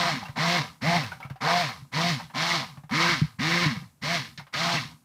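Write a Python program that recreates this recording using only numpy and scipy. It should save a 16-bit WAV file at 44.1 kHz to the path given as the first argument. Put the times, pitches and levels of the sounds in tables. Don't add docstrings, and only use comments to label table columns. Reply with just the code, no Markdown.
import sys
import numpy as np
from scipy import signal
from scipy.fft import rfft, irfft
from scipy.io import wavfile
from scipy.ndimage import uniform_filter1d

SR = 44100
rng = np.random.default_rng(int(sys.argv[2]) if len(sys.argv) > 2 else 0)


def generate_wav(signal):
    frames = np.transpose(np.atleast_2d(signal))
    scaled = np.clip(frames, -1, 1) * 32767
    pcm = np.round(scaled).astype(np.int16)
    wavfile.write(sys.argv[1], SR, pcm)


N = 222294
TIME = np.arange(N) / SR


def undb(db):
    return 10 ** (np.asarray(db) / 20)


def unit(x):
    return x / np.sqrt(np.mean(x ** 2))


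def shape_db(points, hz):
    f, db = np.transpose(points)
    return np.interp(np.log(np.maximum(hz, 1)), np.log(f), db)


def colour(x, points, size=4096):
    cepstrum = irfft(np.log(undb(shape_db(points, np.fft.rfftfreq(size, 1 / SR)))))
    cepstrum[1:size // 2] *= 2
    cepstrum[size // 2 + 1:] = 0
    response = irfft(np.exp(rfft(cepstrum)))
    return signal.fftconvolve(x, response)[:len(x)]


def walk(rate):
    k = int(SR / rate)
    steps = np.repeat(rng.standard_normal(N // k + 1), k)
    return unit(uniform_filter1d(steps, k)[:N])


def fade(t, t60):
    return np.exp(-np.log(1000) * t / t60)


def add(out, s, sound, db):
    i = int(s * SR)
    out[i:i + len(sound)] += (undb(db) * sound / np.abs(sound).max())[:N - i]


# f/Hz, relative level/dB
KITCHEN_COLOUR = [(25, -12), (45, 0), (80, 0), (150, 4), (300, -7), (500, -10), (1000, -6), (2000, -14),
                  (5000, -19), (15000, -20)]


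def kitchen(level_db=-69):
    return undb(level_db) * unit(colour(rng.standard_normal(N), KITCHEN_COLOUR))


def room(x, wet_db=-9, t60=0.15, first_s=0.0031):
    t = TIME[:SR // 2]
    tail = rng.standard_normal(len(t)) * fade(t, t60) * (t > first_s)
    return x + undb(wet_db) * signal.fftconvolve(x, tail / np.linalg.norm(tail))[:N]


# t/s, peak level/dB, pitch as a share of the modes' f
JUG_BUMPS = [(0.292, -32, 0.84), (.718, -45, 1.05), (1.249, -32.5, 0.94), (1.306, -28, 0.93),
             (1.82, -39, 0.98), (2.775, -36.5, 0.96), (2.838, -38.5, 1.04), (3.09, -23.5, 1.21),
             (3.216, -11.5, 1.05), (3.66, -18, 1.06), (3.765, -28.5, 0.968), (3.822, -37, 1.25),
             (4.383, -35.5, 1.08), (4.41, -40, 0.99), (4.851, -33, 1.01), (4.939, -47, 1)]
# f/Hz, relative level/dB, t60/s
JUG_RINGING = [(61, -16, 0.15), (118.5, -12.5, 0.21), (144.9, 6.5, 0.11), (175, -13.5, 0.1),
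               (228, -6.5, 0.066)]


def bumps(contact_s=0.003):
    out, t = np.zeros(N), TIME[:SR // 3]
    cushion = 1 - np.exp(-(t / contact_s) ** 2)
    for s, peak_db, pitch in JUG_BUMPS:
        ring = sum(undb(db) * fade(t, t60) * np.sin(2 * np.pi * pitch * hz * t) for hz, db, t60 in JUG_RINGING)
        add(out, s, ring * cushion, peak_db)
    return out


# t/s, peak level before the room/dB, starting f/Hz, smack level against ring/dB
AIR_POCKETS = [(.229, -30, 820, -18), (.254, -31.5, 2670, -5), (.285, -34, 1910, -1),
               (.357, -42, 1020, -19), (1.034, -24.5, 2548, -2), (1.118, -25, 1450, -9.5),
               (1.169, -45, 1440, -4), (1.202, -33.5, 897, -5), (1.22, -38, 1300, -22),
               (1.228, -30, 2200, -11), (1.248, -33.5, 1264, -4), (1.299, -35.5, 890, 4),
               (1.358, -40, 735, -9), (1.689, -25.5, 1049, -4), (2.198, -27, 875, -1),
               (2.298, -39, 906.4, 0), (2.772, -39.5, 1070, 0), (2.835, -41.5, 710, -2),
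               (2.894, -32, 990, 1), (4.395, -34, 913, -3), (4.467, -42, 1180, 9), (4.77, -24, 2640, -16)]


def plops(ring_t60=0.058, smack_t60=0.12, glide=2.9, onset_s=0.00044):
    out, t = np.zeros(N), TIME[:SR // 6]
    smack_colour = [(300, -18.5), (750, 0.5), (1200, -1.0), (2200, -9.0),
                    (3200, -13.5), (5500, -20.5), (7000, -29.5), (14000, -30)]
    for s, peak_db, hz, smack_db in AIR_POCKETS:
        ring = fade(t, ring_t60) * np.sin(2 * np.pi * hz * (t + glide * t ** 2 / 2))
        smack = unit(colour(rng.standard_normal(len(t)), smack_colour)) * fade(t, smack_t60)
        onset = 1 - np.exp(-t / onset_s)
        add(out, s, (ring + undb(smack_db) * smack) * onset, peak_db)
    return out


# t/s, peak level before the room/dB
WALL_CLACKS = [(1.411, -29.5), (2.911, -31), (3.393, -31.5), (4.022, -33.5), (4.376, -30.5), (4.538, -22.5)]


def clacks(t60=0.12, housing_db=-3):
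    out, t = np.zeros(N), TIME[:SR // 6]
    for s, peak_db in WALL_CLACKS:
        blow = rng.standard_normal((2, len(t))) * fade(t, t60)
        bell = colour(blow[0], BELL_COLOUR)
        housing = colour(blow[1], DRIVE_COLOUR)
        add(out, s, bell + undb(housing_db) * housing, peak_db)
    return out


def spin(on, off, coast_s, rise_s=.04, friction=.12):
    powered = np.sqrt(1 - np.exp(-np.clip(TIME - on, 0, 1) / rise_s))
    coasting = (1 + friction) * np.exp(-np.clip(TIME - off, 0, 1) / coast_s) - friction
    return powered * np.maximum(coasting, 0)


def attack(on, attack_s=0.013):
    return 1 - np.exp(-np.maximum(TIME - on, 0) / attack_s)


# on t/s, off t/s, full-speed shaft f/Hz,
#   coasting time constant/s, levels of drive rattle, bell chatter and churning/dB (scene() trims them),
#   vortex f at switch-on/Hz, at switch-off/Hz, deepest bite t/s, swell of the churning there/dB,
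#   levels of shaft orders 1, 2, 3, 4, 5 at full speed/dB
BUTTON_PRESSES = [ (-.15, .091, 172.5, 0.28, -31, -30, -31.5, 1000, 1070, .02, 5, -36, -43, -44, -34, -50),
                  (0.353, 0.569, 175.9, .2, -30, -29.5, -30, 960, 1050, .46, 2.5, -33, -45.5, -42.5, -32.5, -49),
                  (0.807, 0.963, 177.1, 0.25, -31.5, -29, -35, 990, 845, .93, 4, -29.5, -46, -47, -28, -33),
                  (1.402, 1.616, 176.2, 0.24, -30.5, -30, -32.5, 960, 938.2, 1.48, 9, -35, -45.5, -42, -28, -38.5),
                  (1.915, 2.099, 175.8, 0.22, -30, -31, -37.5, 1000, 1060, 2.01, 8.5, -30, -47, -50, -34, -64),
                  (2.334, 2.556, 173, 0.22, -29.5, -30.5, -31.5, 1020, 1091, 2.47, 0.5, -37, -45, -52.5, -38.5, -41),
                  (2.902, 3.119, 173.2, .225, -28.5, -26.5, -31, 900, 1440, 3.065, 8.5, -32.5, -39, -45, -46, -48.5),
                  (3.384, 3.64, 173.1, .245, -30, -26.5, -32.5, 1070, 1111, 3.63, 0.5, -31.5, -36.5, -44.5, -46, -50),
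                  (4.012, 4.155, 175.8, .22, -31, -30.5, -38.5, 880, 1138, 4.125, 4, -36, -52, -53, -34.5, -48),
                  (4.523, 4.751, 172.5, 0.22, -29.5, -31, -34, 1240, 1090, 4.7, 3.5, -36.5, -51.5, -51, -38, -39.5)]


def shaft_speed():
    runs = [hz * spin(on, off, coast_s) for on, off, hz, coast_s, *_ in BUTTON_PRESSES]
    return np.max(runs, axis=0) + 1


RATTLE_POWERS = (1.73, 3.0)
CHATTER_POWERS = (0.99, 3.3)
CHURN_POWERS = (.5, 2.54)


def loudness(on, off, coast_s, powers, still_share=.11, lag_s=0.007):
    share = np.maximum((spin(on, off + lag_s, coast_s) - still_share) / (1 - still_share), 0)
    return attack(on) * share ** np.where(TIME < off, powers[0], powers[1])


def load(bite_s=0.043):
    rattling, chattering, churning = np.zeros((3, N))
    for on, off, _, coast_s, rattle_db, chatter_db, churn_db, _, _, bite_at, bite_db, *_ in BUTTON_PRESSES:
        bite = np.exp(-((TIME - bite_at) / bite_s) ** 2 / 2)
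        rattling += undb(rattle_db) * loudness(on, off, coast_s, RATTLE_POWERS)
        chattering += undb(chatter_db) * loudness(on, off, coast_s, CHATTER_POWERS)
        churning += undb(churn_db + bite_db * bite) * loudness(on, off, coast_s, CHURN_POWERS)
    return rattling, chattering, churning


def swirl(speed, db=-42, waver_db=3.3, power=1.69):
    shaking = colour(rng.standard_normal(N), COUNTER_COLOUR)
    rumble = signal.sosfilt(signal.butter(4, 280, fs=SR, output="sos"), shaking)
    return undb(db + waver_db * walk(25)) * unit(rumble) * (speed / speed.max()) ** power


# shaft order, level at top speed/dB (wavering)
COMMUTATOR_WHINE = [(24, -45), (48, -55), (70, -60), (84, -63)]


def brushes(turns, speed, hiss_db=-53.0, hiss_power=1.45, whine_power=6):
    hiss_colour = [(2500, -18), (6000, -4.0), (8300, -3), (8900, -4.5),
                   (10200, -2.5), (11700, -6.5), (12400, -5), (15500, -11.5)]
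    hiss = unit(colour(rng.standard_normal(N), hiss_colour))
    sway = .002 * walk(120)
    whine = sum(undb(db + 2 * walk(30)) * np.sin(2 * np.pi * k * (turns + sway)) for k, db in COMMUTATOR_WHINE)
    share = speed / speed.max()
    return undb(hiss_db) * hiss * share ** hiss_power + whine * share ** whine_power


def rattle(turns, pattern_db, scatter_db, slip, hiss_db, count=24):
    angles, pattern = rng.random(count), rng.standard_normal(count)
    chance = rng.standard_normal((int(turns[-1]), count, 2))
    at = np.arange(len(chance))[:, None] + angles + slip * chance[..., 0]
    size_db = pattern_db * np.cos(2 * np.pi * angles) + scatter_db * np.minimum(chance[..., 1], 2)
    sizes = np.sign(pattern) * undb(size_db)
    ticks = np.bincount(np.searchsorted(turns, at.ravel()), sizes.ravel(), N + 1)[:N]
    ticks = unit(ticks / np.sqrt(np.gradient(turns) * SR + 10))
    rub = unit(rng.standard_normal(N) * undb(pattern_db * np.cos(2 * np.pi * turns)))
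    return ticks + undb(hiss_db) * rub


def vortex_pitch():
    presses = np.array(BUTTON_PRESSES)
    return np.interp(TIME, presses[:, :2].ravel(), presses[:, 7:9].ravel())


# f/Hz, width/Hz
VORTEX_MODES = [(680, 325), (860, 570), (1040, 256), (1250, 92), (1520, 480)]
# f/Hz, relative level/dB
BATTER_COLOUR = [(300, -39), (400, -22.5), (460, 3.5), (570, -10), (640, -2), (780, -0.5), (860, -1.5),
                 (920, -1.5), (1040, 4.5), (1150, -1), (1250, 2.5), (1420, -4), (1600, -0.5), (2100, -49)]


def churn(turns, flutter_db=1.5, spread_octaves=0.38, wander=0.1):
    vortex_hz = vortex_pitch() * np.exp(wander * walk(50))
    octaves_off = [np.log2(hz / vortex_hz) for hz, _ in VORTEX_MODES]
    weights = np.exp(-(np.array(octaves_off) / spread_octaves) ** 2 / 2)
    weights /= np.linalg.norm(weights, axis=0)
    out = np.zeros(N)
    for weight, (hz, width) in zip(weights, VORTEX_MODES):
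        tearing = rattle(turns, pattern_db=-0.5, scatter_db=7.0, slip=.06, hiss_db=-11.5)
        out += weight * signal.lfilter(*signal.iirpeak(hz, hz / width, fs=SR), tearing)
    return unit(colour(out, BATTER_COLOUR)) * undb(flutter_db * walk(80))


# f/Hz, relative level/dB
BELL_COLOUR = [(900, -16), (1400, -8.5), (1560, -3.5), (1780, 0.5), (1900, 1.5), (2020, 3), (2130, 2.5),
               (2250, 3.5), (2400, -6.5), (2900, -13.5), (4500, -46)]


def chatter(turns, flutter_db=2.0):
    knocks = rattle(turns, pattern_db=2.5, scatter_db=1.5, slip=0.027, hiss_db=-10.5)
    return unit(colour(knocks * undb(flutter_db * walk(130)), BELL_COLOUR))


# f/Hz, relative level/dB
DRIVE_COLOUR = [(1200, -16.5), (2400, -5), (2700, -4), (2900, -4), (3300, -3), (4300, -0.5), (4850, -4.5),
                (5300, -4.5), (6300, -12.5), (7500, -21), (8900, -26.5), (12800, -37), (16000, -31)]


def drive(turns, flutter_db=1.0):
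    ticks = rattle(turns, pattern_db=2.5, scatter_db=5.0, slip=.04, hiss_db=2.0)
    return unit(colour(ticks, DRIVE_COLOUR)) * undb(flutter_db * walk(90))


# f/Hz, relative level/dB
COUNTER_COLOUR = [(40, -46), (70, -8), (105, -4), (145, 8.5), (175, 3.5), (200, -3.5), (238, 5),
                  (290, -4.5), (345, -6.5), (410, -14.5), (520, -11.5), (570, -8), (700, -2.5), (900, -6)]


def hum(waver_db=2.0, coast_waver_db=4, jitter=0.011, shake_power=2.53, buzz_power=5.16, buzz_t60=0.36,
        surge_db=22, jerk_turns=0.0043):
    out = np.zeros(N)
    wobble = 1 + jitter * walk(90)
    jerk = jerk_turns * walk(200)
    wavers = [walk(55) for _ in range(5)]
    for on, off, full_hz, coast_s, *columns in BUTTON_PRESSES:
        order_levels = columns[-5:]
        share = spin(on, off, coast_s)
        live = share > .1
        share, start, t = share[live], attack(on)[live], TIME[live]
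        turns = np.cumsum(full_hz * share * wobble[live]) / SR + jerk[live] / share
        shake = share ** shake_power
        buzz = share ** buzz_power * fade(np.maximum(t - off, 0), buzz_t60)
        start_db = surge_db * np.minimum(1 - share, .35) * (t < off)
        for k, db in enumerate(order_levels, 1):
            resonance_db = shape_db(COUNTER_COLOUR, k * full_hz * share) - shape_db(COUNTER_COLOUR, k * full_hz)
            lumps_db = (waver_db + coast_waver_db * (1 - share)) * wavers[k - 1][live]
            gain = undb(db + resonance_db + lumps_db + start_db * (k > 1))
            force = (shake if k <= 2 else buzz) * gain
            tone = np.sin(2 * np.pi * (k * turns + rng.random()))
            out[live] += np.sqrt(2) * start * force * tone
    return out


def scene(drive_db=0.0, chatter_db=-1.17, churn_db=-1.5):
    speed = shaft_speed()
    turns = np.cumsum(speed) / SR
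    drive_gain, chatter_gain, churn_gain = load()
    blender = brushes(turns, speed)
    blender += undb(churn_db) * churn_gain * churn(turns)
    blender += undb(chatter_db) * chatter_gain * chatter(turns)
    blender += undb(drive_db) * drive_gain * drive(turns)
    echoed = room(blender + plops() + clacks())
    return (kitchen() + bumps() + swirl(speed) + echoed + hum())[None]


def record(dry, low_cut_hz=42, top_hz=15550):
    lean = signal.sosfilt(signal.butter(4, low_cut_hz, "high", fs=SR, output="sos"), dry)
    return signal.sosfilt(signal.ellip(10, .2, 70, top_hz, fs=SR, output="sos"), lean)


dry = scene()
out = record(dry)
generate_wav(out)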